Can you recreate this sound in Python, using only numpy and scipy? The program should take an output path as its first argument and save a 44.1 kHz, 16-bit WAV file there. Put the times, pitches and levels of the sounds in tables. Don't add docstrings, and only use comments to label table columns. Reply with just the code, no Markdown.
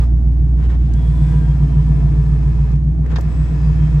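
import sys
import numpy as np
from scipy import signal
from scipy.fft import rfft, irfft, next_fast_len
from scipy.io import wavfile
from scipy.ndimage import map_coordinates

SR = 44100
rng = np.random.default_rng(int(sys.argv[2]) if len(sys.argv) > 2 else 0)


def wav_record(signal):
    frames = np.transpose(np.atleast_2d(signal))
    bounded = np.clip(frames, -1, 1)
    quanta = np.round(bounded * 32767).astype(np.int16)
    wavfile.write(sys.argv[1], SR, quanta)


N = 176400
CYLINDERS = 8


def amp(db):
    return 10 ** (np.asarray(db) / 20)


def unit(x):
    return x / np.sqrt(np.mean(x ** 2) + 1e-20)


def clock():
    return np.arange(N) / SR


def curve(rows):
    return np.interp(clock(), *np.transpose(rows))


def along(points, hz):
    knots_hz, values = np.transpose(points)
    return np.interp(np.log(hz + 1), np.log(knots_hz + 1), values)


def wobble(rate_hz):
    return map_coordinates(rng.standard_normal(int(N * rate_hz / SR) + 4), [clock() * rate_hz])


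def filtered(x, response):
    size = next_fast_len(N + SR // 4)
    return irfft(rfft(x, size) * response(np.fft.rfftfreq(size, 1 / SR)), size)[..., :N]


def pan(db):
    return amp(np.array([[db], [-db]]) / 2)


def spread(pair, colour):
    # frequency in Hz, left-right correlation.
    likeness = [(100, 0.1), (250, 0.74), (500, 0.38), (1500, 0.15), (4000, 0.15), (8000, 0.1), (12000, 0)]
    angle = lambda hz: np.arccos(np.clip(along(likeness, hz), -1, 1)) / 2
    mid, side = filtered(pair, lambda hz: amp(colour(hz)) * [np.cos(angle(hz)), np.sin(angle(hz))])
    return unit(np.array([mid + side, mid - side]))


def hiss(t60_s=.09):
    echoes = rng.standard_normal((2, SR // 10)) * amp(-60 * np.arange(SR // 10) / SR / t60_s)
    reflected = signal.fftconvolve(rng.standard_normal((1, N)), echoes, axes=1)[:, :N]
    return unit(reflected) + rng.standard_normal((2, N))


def noise(spectrum):
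    return spread(hiss(), lambda hz: along(spectrum, hz))


def partials(turns, orders, wander, rate_hz, lag_turns=0, depth_db=0, smear_rad=0):
    middle = round(orders[len(orders) // 2 - 1][0])
    out = 0
    for order, db in orders:
        away = round(order) - middle
        phase = 2 * np.pi * (round(order) * turns - away * lag_turns) + smear_rad * away ** 2
        phase += wander * wobble(rate_hz)
        gain = amp(db + depth_db * (away != 0)) * (1 + wander * wobble(rate_hz) / 2)
        out = out + gain * np.cos(phase)
    return np.sqrt(2) * out


def cabin_air(level_db=-29):
    # frequency in Hz, relative density in dB.
    spectrum = [(20, -6), (45, -2), (100, 10), (200, -3), (400, -18.5), (700, -23.5), (1200, -30.5),
                (2500, -37), (3600, -45.5), (7000, -47), (9000, -55), (15000, -70.5)]
    return amp(level_db) * noise(spectrum) * pan(2)


def exhaust_boom(cycles):
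    # time in seconds, level in dB.
    levels = [(0.03, -11.5), (1.64, -13.5), (1.68, -15.5), (1.73, -13), (2.56, -13.5), (3.32, -17),
              (3.42, -14), (3.56, -18.5), (3.62, -13), (3.97, -14.5)]
    # multiple of the cycle rate, relative level in dB.
    orders = [(5, -35.5), (6, -24), (7, -8), (8, 9), (9, -22), (10, -30.5), (11, -8), (12, -30),
              (13, -19.5), (14, -47), (15, -32), (16, -5.5)]
    return unit(partials(cycles, orders, wander=.031, rate_hz=9.6)) * amp(curve(levels)) * pan(-1.3)


def exhaust_burble(cycles):
    # time in seconds, level in dB, place of the swell in cycles, swell depth in dB.
    swells = [(0, -23, 0, -2.5), (.7, -26.5, 0.4, 0.5), (1.25, -17.5, 0.03, 1.5), (1.8, -15, 0.11, 0),
              (2.15, -20.5, .11, 2.5), (2.75, -17, .06, -0.5), (3.15, -18, 0, -8.5), (3.55, -19, .05, -0.5),
              (3.85, -15, 0.07, -1)]
    # multiple of the cycle rate, relative level in dB.
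    orders = [(18, -15), (19, 3), (20, 1), (21, 7), (22, -15), (23, -12)]
    level_db, lag_turns, depth_db = (curve(np.array(swells)[:, [0, column]]) for column in (1, 2, 3))
    beats = partials(cycles, orders, wander=.51, rate_hz=6.1,
                     lag_turns=lag_turns, depth_db=depth_db, smear_rad=.32)
    return unit(beats) * amp(level_db)


def trim_rattle(firings, scatter=.58, roughness=.93, decay_s=.05):
    # time in seconds, level in dB.
    levels = [(0, -30.5), (.75, -31.5), (1.1, -30), (2, -29), (2.7, -32.5), (3.4, -32.5), (4, -31)]
    # frequency in Hz, relative density in dB.
    spectrum = [(60, -39.5), (150, -2), (203, 0), (226, -9), (262, -4), (285, -6), (308, -2), (365, -16),
                (430, -18), (520, -30.5), (615, -28.5), (695, -18.5), (740, -40), (790, -22.5),
                (860, -41.5), (2000, -67)]
    onsets = np.flatnonzero(np.diff(np.floor(firings)))
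    strengths = rng.standard_normal((CYLINDERS, 2))[np.arange(len(onsets)) % CYLINDERS]
    kicks = np.zeros((2, N))
    kicks[:, onsets] = (strengths + scatter * rng.standard_normal((len(onsets), 2))).T
    ringing = rng.standard_normal((1, SR // 5)) * np.exp(-np.arange(SR // 5) / SR / decay_s)
    shaken = unit(signal.fftconvolve(kicks, ringing, axes=1)[:, :N]) + roughness * unit(hiss())
    return spread(shaken, lambda hz: along(spectrum, hz)) * amp(curve(levels))


def engine(first_firing_s=.0051):
    # time in seconds, firing rate in Hz.
    idle = [(0.0, 58.81), (0.7, 59.58), (0.95, 58.39), (1.6, 58.53), (2.1, 57.27), (2.7, 58.21),
            (3.05, 60.76), (3.5, 59.89), (4.0, 58.25)]
    firings = np.cumsum(curve(idle)) / SR - first_firing_s * idle[0][1]
    cycles = firings / CYLINDERS
    return exhaust_boom(cycles) + exhaust_burble(cycles) + trim_rattle(firings)


def sleeve(grain_db=.5):
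    # centre in seconds, Gaussian width in seconds, rub level in dB, swish level in dB.
    brushes = [(0.601, 0.018, -41.5, -53.5), (.648, 0.019, -39, -49.5), (.708, 0.013, -39, -48.5),
               (0.741, .016, -40.5, -55.5), (0.882, .1, -52, -53.5), (3.066, 0.023, -39, -57.5),
               (3.113, .012, -38, -46.5), (3.142, 0.016, -34.5, -52.5)]
    # frequency in Hz, relative density in dB.
    rub_spectrum = [(150, -6), (300, 3.5), (470, 2), (620, -7), (760, -2), (900, -4), (1600, -10),
                    (2400, -20.5), (5000, -39.5), (15000, -66.5)]
    swish_spectrum = [(500, -10), (1500, 2), (2800, 0), (4500, -9), (8000, -12.5), (10000, -30),
                      (15000, -30)]
    rub_gain, swish_gain = sum(np.outer(amp(db), np.exp(-.5 * ((clock() - centre_s) / width_s) ** 2))
                               for centre_s, width_s, *db in brushes)
    rub = rub_gain * unit(noise(rub_spectrum) * amp(grain_db * wobble(200)))
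    swish = swish_gain * unit(noise(swish_spectrum) * amp(grain_db * wobble(400)))
    return (rub + swish) * pan(2.5)


def clicks(rise_s=.00022, skirt_db=30):
    # start in seconds, level in dB, centre in Hz, width in octaves, T60 in seconds.
    hits = [(0.696, -57, 2800, 0.93, 0.049), (0.937, -38.5, 5720, .65, 0.019),
            (1.485, -47.5, 5030, 0.72, .02), (2.715, -46.5, 3500, 1.1, 0.019),
            (2.7588, -42, 2600, 1.5, 0.015), (3.062, -40, 1870, 0.32, .03), (3.0638, -48, 6320, .5, .014),
            (3.1588, -33, 3900, .7, 0.068), (3.16, -28, 1215, 1.6, 0.057), (3.17, -25.5, 695, 1.4, 0.031),
            (3.165, -34, 1725, 0.11, 0.15), (3.184, -19.5, 478, 1.17, 0.062),
            (3.184, -44.5, 4960, 0.72, 0.055), (3.2094, -46.5, 13250, 0.23, 0.033),
            (3.2094, -40, 5610, 0.74, 0.033)]
    out = np.zeros((2, N))
    for start_s, db, centre_hz, octaves, t60_s in hits:
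        age_s = np.maximum(clock() - start_s, 0)
        band_db = lambda hz: -skirt_db * np.log10(1 + (np.log2((hz + 1) / centre_hz) / octaves) ** 4)
        burst = spread(rng.standard_normal((2, N)), band_db)
        out += burst * amp(db - 60 * age_s / t60_s) * (1 - np.exp(-age_s / rise_s))
    return out * pan(-.5)


def gliding_whistles(rough_rad_per_hz=.00035, flutter_db=1.1):
    # start in seconds, length in seconds, first and last pitch in Hz, level in dB.
    glides = [(.9, .08, 1605, 1598, -56), (.94, .2, 3350, 3310, -58), (1.09, .31, 3465, 3420, -62),
              (1.41, .16, 3250, 3215, -62), (1.58, .3, 3135, 3060, -63), (1.24, .31, 1602, 1602, -53),
              (1.1, .3, 8280, 8380, -68), (3.28, .28, 7880, 7910, -64), (3.52, .24, 5150, 4620, -64),
              (3.73, .18, 3080, 3180, -61)]
    out = np.zeros(N)
    for start_s, length_s, from_hz, to_hz, db in glides:
        progress = np.clip((clock() - start_s) / length_s, 0, 1)
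        phase = 2 * np.pi * np.cumsum(from_hz + (to_hz - from_hz) * progress) / SR
        phase += rough_rad_per_hz * from_hz * wobble(110) + wobble(45)
        envelope = amp(db) * np.sqrt(2 * np.abs(np.sin(np.pi * progress)))
        out += envelope * np.sin(phase) * amp(flutter_db * wobble(30))
    return out


def felt_hiss():
    # frequency in Hz, relative density in dB.
    spectrum = [(1000, -21.5), (3500, 7), (6000, -10), (8400, 6), (9800, -19), (12000, -3.5), (14500, -7),
                (15700, -21.5)]
    # time in seconds, base level in dB.
    levels = [(0, -62), (.95, -51.5), (1.3, -56.5), (1.7, -62), (2.5, -62.5), (2.72, -65.5), (3.3, -60.5),
              (4, -60)]
    return noise(spectrum) * amp(curve(levels))


def door_lift_db(hz, way):
    # centre in Hz, width in Hz, boost going up in dB, boost going down in dB.
    modes = [(432, 14, 8.6, 2), (672, 17, 8.1, 10.5), (787, 18, 9, -1), (965, 55, 11, 8.5),
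             (1000, 33, 5.6, 2.5), (1115, 50, 1.1, 3.5), (1186, 45, 7, 6.5), (1390, 55, 2, 5.5),
             (1714, 20, 10, 12), (1890, 52, 3.3, 10.5), (2200, 44, 4.6, 4.5), (2557, 120, 7.4, 11.5),
             (3270, 120, 5.6, 7.5), (5160, 380, 4.8, 5), (7330, 90, 2, 3)]
    return sum(db[way] / (1 + (2 * (hz - centre_hz) / width_hz) ** 2)
               for centre_hz, width_hz, *db in modes)


def gear_rasp(turns, slots, slot_depth=.29, shaft_depth=.084, grit_db=.5):
    # frequency in Hz, relative density in dB.
    spectrum = [(150, -12.5), (400, 3.5), (800, -4.5), (1150, -4.5), (1500, -7.5), (2200, -9.5),
                (2900, -17.5), (4200, -20), (6500, -20.5), (8500, -27), (10000, -44.5), (15000, -39.5)]
    slot_pulse = 1 + slot_depth * np.cos(2 * np.pi * slots * turns)
    shaft_pulse = 1 + shaft_depth * np.cos(2 * np.pi * turns)
    rasp = slot_pulse * shaft_pulse * amp(grit_db * wobble(150)) * hiss()
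    return [spread(rasp, lambda hz: along(spectrum, hz) + door_lift_db(hz, way)) for way in (0, 1)]


def motor_hum(turns, slots, door_share=.57):
    # multiple of the slot rate, base level in dB.
    orders = [(1, -50.5), (2, -59), (3, -61), (4, -62), (5, -66.5), (6, -67), (7, -70)]
    hum = np.array([partials(slots * turns, orders, wander=.32, rate_hz=38) for side in range(2)])
    return [filtered(hum, lambda hz: amp(door_share * door_lift_db(hz, way))) for way in (0, 1)]


def window(slots=6, fade_s=.026, lowering_gain=.68):
    # time in seconds, motor speed in revolutions per second.
    speed = [(0, 70), (.92, 80), (1.03, 78.8), (1.13, 82.3), (1.24, 82.4), (1.35, 81), (1.46, 77.3),
             (1.56, 76.6), (1.66, 74.2), (1.85, 73), (2.2, 72.5), (2.45, 70.5), (2.72, 70.5), (3.2, 72),
             (3.35, 73), (3.7, 73), (3.87, 75.3), (4, 76)]
    # start, end and fade-in in seconds, base gear level in dB, felt gain in dB.
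    runs = [(-.2, .04, .05, -46, 3.5), (0.922, 2.735, 0.39, -41.5, 0.5), (3.154, 4.2, 0.054, -42.5, -0.5)]
    # time in seconds, gain in dB.
    nearness = [(0, 7), (1.0, 2.5), (1.15, -1), (1.33, 1), (1.45, -2), (1.8, -1.5), (2.3, -2.5),
                (2.7, -2.5), (3.25, -0.5), (3.7, 1), (4, 0.5)]
    t = clock()
    turns = np.cumsum(curve(speed)) / SR
    gates, gear_gains, felt_gain = [], [], 0
    for start_s, end_s, rise_s, gear_db, felt_db in runs:
        gate = np.clip((t - start_s) / rise_s, 0, 1) ** .5 * np.exp(-np.maximum(t - end_s, 0) / fade_s)
        gates.append(gate)
        gear_gains.append(gate * amp(gear_db))
        felt_gain += gate * amp(felt_db)
    rasp_up, rasp_down = gear_rasp(turns, slots)
    gears = rasp_up * (gear_gains[0] + gear_gains[1]) + rasp_down * gear_gains[2]
    hum_up, hum_down = motor_hum(turns, slots)
    hum = hum_up * gates[1] + lowering_gain * hum_down * gates[2]
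    drive = (gears + hum) * amp(curve(nearness))
    return felt_hiss() * felt_gain + (drive + gliding_whistles()) * pan(3.5)


def scene():
    return engine() + cabin_air() + window() + sleeve() + clicks()


def record(dry, top_hz=15700):
    return filtered(dry, lambda hz: hz < top_hz)


dry = scene()
out = record(dry)
wav_record(out)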